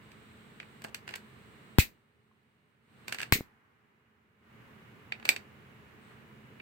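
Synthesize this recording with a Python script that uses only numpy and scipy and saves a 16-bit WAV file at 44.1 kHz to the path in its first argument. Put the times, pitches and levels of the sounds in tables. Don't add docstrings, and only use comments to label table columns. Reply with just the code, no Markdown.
import sys
import numpy as np
from scipy import signal
from scipy.fft import rfft, irfft
from scipy.io import wavfile

SR = 44100
rng = np.random.default_rng(int(sys.argv[2]) if len(sys.argv) > 2 else 0)


def wav_out(sig):
    wavfile.write(sys.argv[1], SR, np.round(np.clip(np.atleast_2d(sig).T, -1, 1) * 32767).astype(np.int16))


N = 291501
TIME = np.arange(N) / SR

# start in seconds, relative level in dB, treble in dB, low body in dB,
# how freely the housing rings.
TRIGGER_CLICKS = [(0.1165, -46, -1, 3, 1.2), (0.6, -31.5, -17.5, -4.5, .65), (0.6283, -42, -31, 4, 0.92),
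                  (0.819, -41.5, 7, 5, .6), (0.8404, -35.5, 12, 1, .4), (0.8458, -28.5, 0, 10.5, .25),
                  (0.945, -26.5, 4.5, -7.5, 0.72), (1.077, -32, -3.5, 4, 0.27), (1.0900, -31.5, -7, -5, .3),
                  (1.1078, -39.5, 4, 9, .5), (1.1383, -27.5, -12, -2, 0.45), (1.1545, -35.5, 9, -10, .8),
                  (1.158, -31.5, 7, -0.5, .35), (3.0806, -27, 3.5, -1, 1.0), (3.1237, -21.5, 4, -4, 0.28),
                  (3.1454, -28, 2, 0, 0.72), (3.1848, -28.5, -6, -4.5, 0.68), (3.195, -33.5, 1, -4, .4),
                  (3.2024, -26.5, -7, -5, .25), (3.2150, -28, 7.5, 1, .5), (3.2295, -24.5, -6, -5, .45),
                  (5.1210, -21.5, -24, -3.5, 1.33), (5.1978, -42, -11, 9.5, 0.43),
                  (5.2267, -40, -19, 5.5, .8), (5.2522, -24, 0, 1, 1.3), (5.2897, -6.5, 3, -3.5, 1.48),
                  (5.362, -25.5, -4.5, -3.5, 1.08), (6.5990, -36.5, -43, -6, 1.3)]
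# pitch in Hz, width in Hz, lift over the shell in dB.
HOUSING_MODES = [(2340, 120, 11), (2540, 330, 10.5), (3740, 320, 7.5), (4540, 300, 10), (5350, 400, 3),
                 (6300, 400, 2), (7820, 380, 8), (13250, 850, 8.5)]
# pitch in Hz, width in Hz, lift over the shell in dB.
LEVER_MODES = [(1620, 270, 13.5), (2130, 150, 2.5), (2810, 240, 16), (4480, 300, 10), (8350, 450, 7.5)]
# frequency in Hz, gain in dB.
SHELL_EQ = [(60, -28), (250, -3), (650, -2), (1250, -5.5), (1750, 0.5), (3100, -6.5), (5500, -11),
            (8500, -12), (10300, -20.5), (12500, -19.5), (16000, -19.5)]
# frequency in Hz, added left minus right in dB.
CLICK_PAN = [(400, -2), (1500, -8), (2300, -8), (4500, -4.5), (7000, -2), (13000, 0)]
# start in seconds, end in seconds, level in dB.
TRIGGER_SQUEEZES = [(0.835, 0.906, -59), (1.064, 1.15, -56), (3.065, 3.144, -49.5), (3.182, 3.25, -46),
                    (5.239, 5.298, -48)]
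# start in seconds, blast in dB, crack in dB, crack swell in ms, thump in dB,
# thump pitch in Hz, thump decay in seconds, ring in dB, hollow pitch in Hz, pot-bottom echo delay in ms.
IGNITIONS = [(1.7849, -0.5, 3.5, .45, -2.5, 75.8, 0.0057, 8, 2505, 0.53),
             (3.3228, -11, 7.5, 1, -8, 107.3, 0.0044, 7.5, 2175, 0.93)]
# frequency in Hz, gain in dB.
CRACK_EQ = [(100, -10), (400, -7), (650, -5.5), (1100, 2), (1400, 1), (2300, 2.5), (3300, -7), (4500, -4.5),
            (6500, -17.5), (7900, -12.5), (10000, -19), (13300, -7.5), (16000, -16.5)]
# frequency in Hz, gain in dB.
POT_EQ = [(60, -15.5), (300, -15), (600, -22.5), (1150, -20.5), (1600, -13), (2100, 0.5), (2650, -2.5),
          (3100, -7.5), (4200, -5.5), (5500, -11.5), (7800, -9), (10300, -17.5), (13400, -7),
          (16000, -11.5)]
# start in seconds, level in dB, pitch in Hz, decay in seconds.
DULL_KNOCKS = [(2.314, -46, 1070, 0.0048), (3.355, -24, 238, 0.0047), (3.362, -34.5, 430, .008),
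               (3.387, -29.5, 262, 0.0051), (3.4080, -11, 250, 0.00083)]
# frequency in Hz, gain in dB.
FLAME_EQ = [(100, -28.5), (450, -5), (1050, 7), (2100, 4.5), (3200, -13.5), (6000, -24), (15000, -26)]
# start in seconds, release in seconds, upper band's level in dB, its pitch in Hz.
GAS_FLOWS = [(0, 0.804, -76, 8060), (1.16, 1.848, -77, 8200), (1.901, 2.75, -80, 8500),
             (2.801, 3.33, -77.5, 8400), (5.999, 6.095, -77.5, 8250)]
# frequency in Hz, gain in dB.
ROOM_TONE_EQ = [(20, -36), (45, -21), (80, -6.5), (130, -5.5), (260, -11), (400, -13), (680, -18.5),
                (1200, -14.5), (2200, -16), (3200, -25.5), (5400, -38), (8300, -38), (10200, -42),
                (15500, -37)]
# pitch in Hz, width in Hz, lift over the room tone in dB.
HUM_PEAKS = [(126, 25, 5.5), (218, 14, 12), (418, 40, 7), (1026, 80, 1), (2890, 110, 6), (3680, 43, 2.5),
             (4050, 130, 2)]
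# frequency in Hz, seconds to fall 60 dB before stretching.
REVERB_TIMES = [(150, 0.56), (700, 0.42), (2300, .2), (5000, 0.22), (9000, 0.21), (15000, 0.23)]


def lighter(level_db=16, room_db=-7.0, contact_ms=1.255):
    out = np.zeros((2, N))
    for start, db, treble_db, body_db, ring in TRIGGER_CLICKS:
        direct = stereo(click(db, treble_db, body_db, contact_ms, ring), lag_ms=.3, left_db=4)
        echoes = signal.fftconvolve(direct, reflections(stretch=0.66, rise_s=0.0009), axes=1)
        add(out, start, direct)
        add(out, start, amp(room_db) * echoes)
    left = colour(out[:1], lambda hz: read(CLICK_PAN, hz) / 2)
    right = colour(out[1:], lambda hz: -read(CLICK_PAN, hz) / 2)
    return amp(level_db) * np.vstack([left, right])


def click(db, treble_db, body_db, contact_ms, ring, lever=0.95):
    def plastic_db(hz):
        housing_db = ring * resonances_db(HOUSING_MODES, hz)
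        lever_db = lever * max(1 - ring, 0) * resonances_db(LEVER_MODES, hz)
        tilt_db = read([(1000, body_db), (2000, 0.03), (2800, 0.00055), (12000, treble_db)], hz)
        return read(SHELL_EQ, hz) + housing_db + lever_db + tilt_db
    return amp(db) * unit_energy(colour(chatter(contact_ms), plastic_db))


def chatter(swell_ms, size=2048):
    age = 1000 * np.arange(size) / SR / max(swell_ms, .1)
    spectrum = rfft(rng.standard_normal((2, size)) * age * np.exp(-age))
    whitened = irfft(spectrum / (abs(spectrum) + 1e-12), size)
    return unit_energy(whitened * np.exp(-age / 10))


def trigger_creak(grain_db=4, grains_per_s=1500):
    out = np.zeros((2, N))
    for start, end, db in TRIGGER_SQUEEZES:
        n = max(round((end - start) * SR), 1024)
        slips = (rng.random(n) < grains_per_s / SR) * rng.standard_normal(n)
        slips *= amp(grain_db * np.minimum(rng.exponential(1, n), 3))
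        slips *= signal.windows.tukey(n, .4)
        tick = click(0, treble_db=1, body_db=5.5, contact_ms=0.65, ring=0.32)
        rub = signal.fftconvolve(slips[None], tick, axes=1)[:, :n]
        add(out, start, amp(db) * stereo(unit_rms(rub), lag_ms=.3, left_db=-1.5))
    return out


def pops(thump_delay_s=0.0018):
    out, t = np.zeros((2, N)), np.arange(4096) / SR
    age = np.maximum(t - thump_delay_s, 0)
    for (start, blast_db, crack_db, crack_ms, thump_db, thump_hz, decay_s,
         ring_db, hollow_hz, echo_ms) in IGNITIONS:
        crack = unit_energy(colour(chatter(crack_ms), lambda hz: read(CRACK_EQ, hz)))
        thump = amp(thump_db) * np.sin(2 * np.pi * thump_hz * age) * np.exp(-age / decay_s)
        add(out, start, amp(blast_db) * stereo(blast(t, echo_ms), lag_ms=0.89, left_db=5))
        add(out, start, amp(crack_db) * stereo(crack, lag_ms=0.36, left_db=1.5))
        add(out, start, stereo(np.array([thump, thump]), lag_ms=.1, left_db=3.0))
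        add(out, start, amp(ring_db) * pot_ring(hollow_hz))
    return out


def blast(t, echo_ms, spike_ms=0.92, echo_gain=0.58):
    age = 1000 * t / spike_ms
    echo_age = np.maximum(1000 * t - echo_ms, 0) / spike_ms
    pressure = (1 - age) * np.exp(-age) - echo_gain * np.e * echo_age * np.exp(-echo_age)
    return colour(np.array([pressure, pressure]), lambda hz: read([(2000, -4.5), (9000, -10.5)], hz))


def pot_ring(hollow_hz, lift_db=5, width_hz=350):
    def pot_db(hz):
        return read(POT_EQ, hz) + lift_db / (1 + (2 * (hz - hollow_hz) / width_hz) ** 2)
    return unit_energy(colour(reflections(stretch=0.85, rise_s=0.0072), pot_db))


def knocks():
    out, t = np.zeros((2, N)), np.arange(4096) / SR
    for start, db, hz, decay_s in DULL_KNOCKS:
        add(out, start, -amp(db) * np.sin(2 * np.pi * hz * t) * np.exp(-t / decay_s))
    return out


def flame(lit_s=3.33, rise_s=.12, jet_db=-55.5, settle_db_per_s=8.5,
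          flare_s=6.12, flare_width_s=0.058, flare_db=-60.5):
    rush = unit_rms(colour(rng.standard_normal((2, N)), lambda hz: read(FLAME_EQ, hz)))
    age = np.maximum(TIME - lit_s, 0)
    jet = np.minimum(age / rise_s, 1) * amp(jet_db - settle_db_per_s * age)
    paper = amp(flare_db) / (1 + ((TIME - flare_s) / flare_width_s) ** 2)
    return stereo(rush * np.hypot(jet, paper), lag_ms=.1, left_db=-1.0)


def gas_hiss(rise_s=0.031, fall_s=.08, low_ratio=.45, low_db=4):
    out = np.zeros((2, N))
    for start, release, db, hz in GAS_FLOWS:
        t = np.arange(0, release - start + .5, 1 / SR)
        flow = np.minimum(t / rise_s, 1) * np.exp(-np.maximum(start + t - release, 0) / fall_s)
        for centre_hz, half_width_hz, lift_db in [(hz, 650, 0), (low_ratio * hz, 600, low_db)]:
            real, imag = rng.standard_normal((2, 2, N))[..., :len(t)]
            fuzz = signal.sosfilt(signal.butter(2, half_width_hz, fs=SR, output="sos"), real + 1j * imag)
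            band = (fuzz * np.exp(2j * np.pi * centre_hz * t)).real
            add(out, start, amp(db + lift_db) * flow * unit_rms(band))
    return out


def workshop(level_db=-55.5, likeness=0.91, null_hz=950):
    hz = np.fft.rfftfreq(N, 1 / SR)
    left, other = rfft(rng.standard_normal((2, N)))
    shared = likeness * np.sinc(hz / null_hz)
    right = shared * left + np.sqrt(1 - shared ** 2) * other
    spectra = np.array([left, right]) * amp(read(ROOM_TONE_EQ, hz) + resonances_db(HUM_PEAKS, hz))
    return stereo(amp(level_db) * unit_rms(irfft(spectra, N)), lag_ms=.1, left_db=-2.0)


def reflections(stretch, rise_s, size=16384):
    hz, t, spectra = signal.stft(rng.standard_normal((2, size)), SR, nperseg=256)
    decay = amp(-60 * t / (stretch * read(REVERB_TIMES, hz)[:, None]))
    tail = signal.istft(spectra * decay, SR, nperseg=256)[1][:, :size]
    build_up = 1 - np.exp(-(np.arange(size) / SR / rise_s) ** 2)
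    return unit_energy(tail * build_up)


def stereo(x, lag_ms, left_db):
    late = np.pad(x[1], (round(lag_ms * SR / 1000), 0))[:x.shape[1]]
    return np.array([x[0] * amp(left_db / 2), late * amp(-left_db / 2)])


def resonances_db(modes, hz):
    lift = sum((amp(db) ** 2 - 1) / (1 + (2 * (hz - f) / width) ** 2) for f, width, db in modes)
    return 10 * np.log10(np.maximum(1 + lift, .1))


def colour(x, db_at, size=4096):
    hz = abs(np.fft.fftfreq(size, 1 / SR))
    log_response = np.conj(signal.hilbert(np.log(amp(db_at(hz)))))
    taps = np.fft.ifft(np.exp(log_response)).real
    return signal.fftconvolve(x, taps[None, :size // 2], axes=1)[:, :x.shape[1]]


def read(points, hz):
    f, value = np.transpose(points)
    return np.interp(np.log(hz + 1), np.log(f + 1), value)


def add(mix, start_s, sound):
    part = mix[:, max(round(start_s * SR), 0):][:, :sound.shape[-1]]
    part += sound[..., :part.shape[1]]


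def amp(db):
    return 10 ** (np.asarray(db) / 20)


def unit_rms(x):
    return x / np.sqrt(np.mean(x ** 2) + 1e-30)


def unit_energy(x):
    return x / np.sqrt(np.sum(x ** 2, axis=-1, keepdims=True) + 1e-30)


def scene():
    return lighter() + trigger_creak() + pops() + knocks() + workshop() + gas_hiss() + flame()


def record(dry, threshold=.09, duck_db=14.0, hold_s=1.059, recover_s=0.062, glide_s=0.058, top_hz=16000):
    bass = signal.sosfilt(signal.butter(2, 250, fs=SR, output="sos"), dry.mean(0))
    last_blast = np.maximum.accumulate(np.where(abs(bass) > threshold, TIME, -np.inf))
    duck = np.clip((hold_s - (TIME - last_blast)) / recover_s, 0, 1)
    pole = np.exp(-1 / (glide_s * SR))
    for _ in range(2):
        duck = signal.lfilter([1 - pole], [1, -pole], duck)
    clipped = np.clip(dry * amp(-duck_db * duck), -1, 1)
    high_cut = signal.firwin(301, top_hz, window=("kaiser", 9), fs=SR)
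    return signal.oaconvolve(clipped, high_cut[None], "same")


dry = scene()
out = record(dry)
wav_out(out)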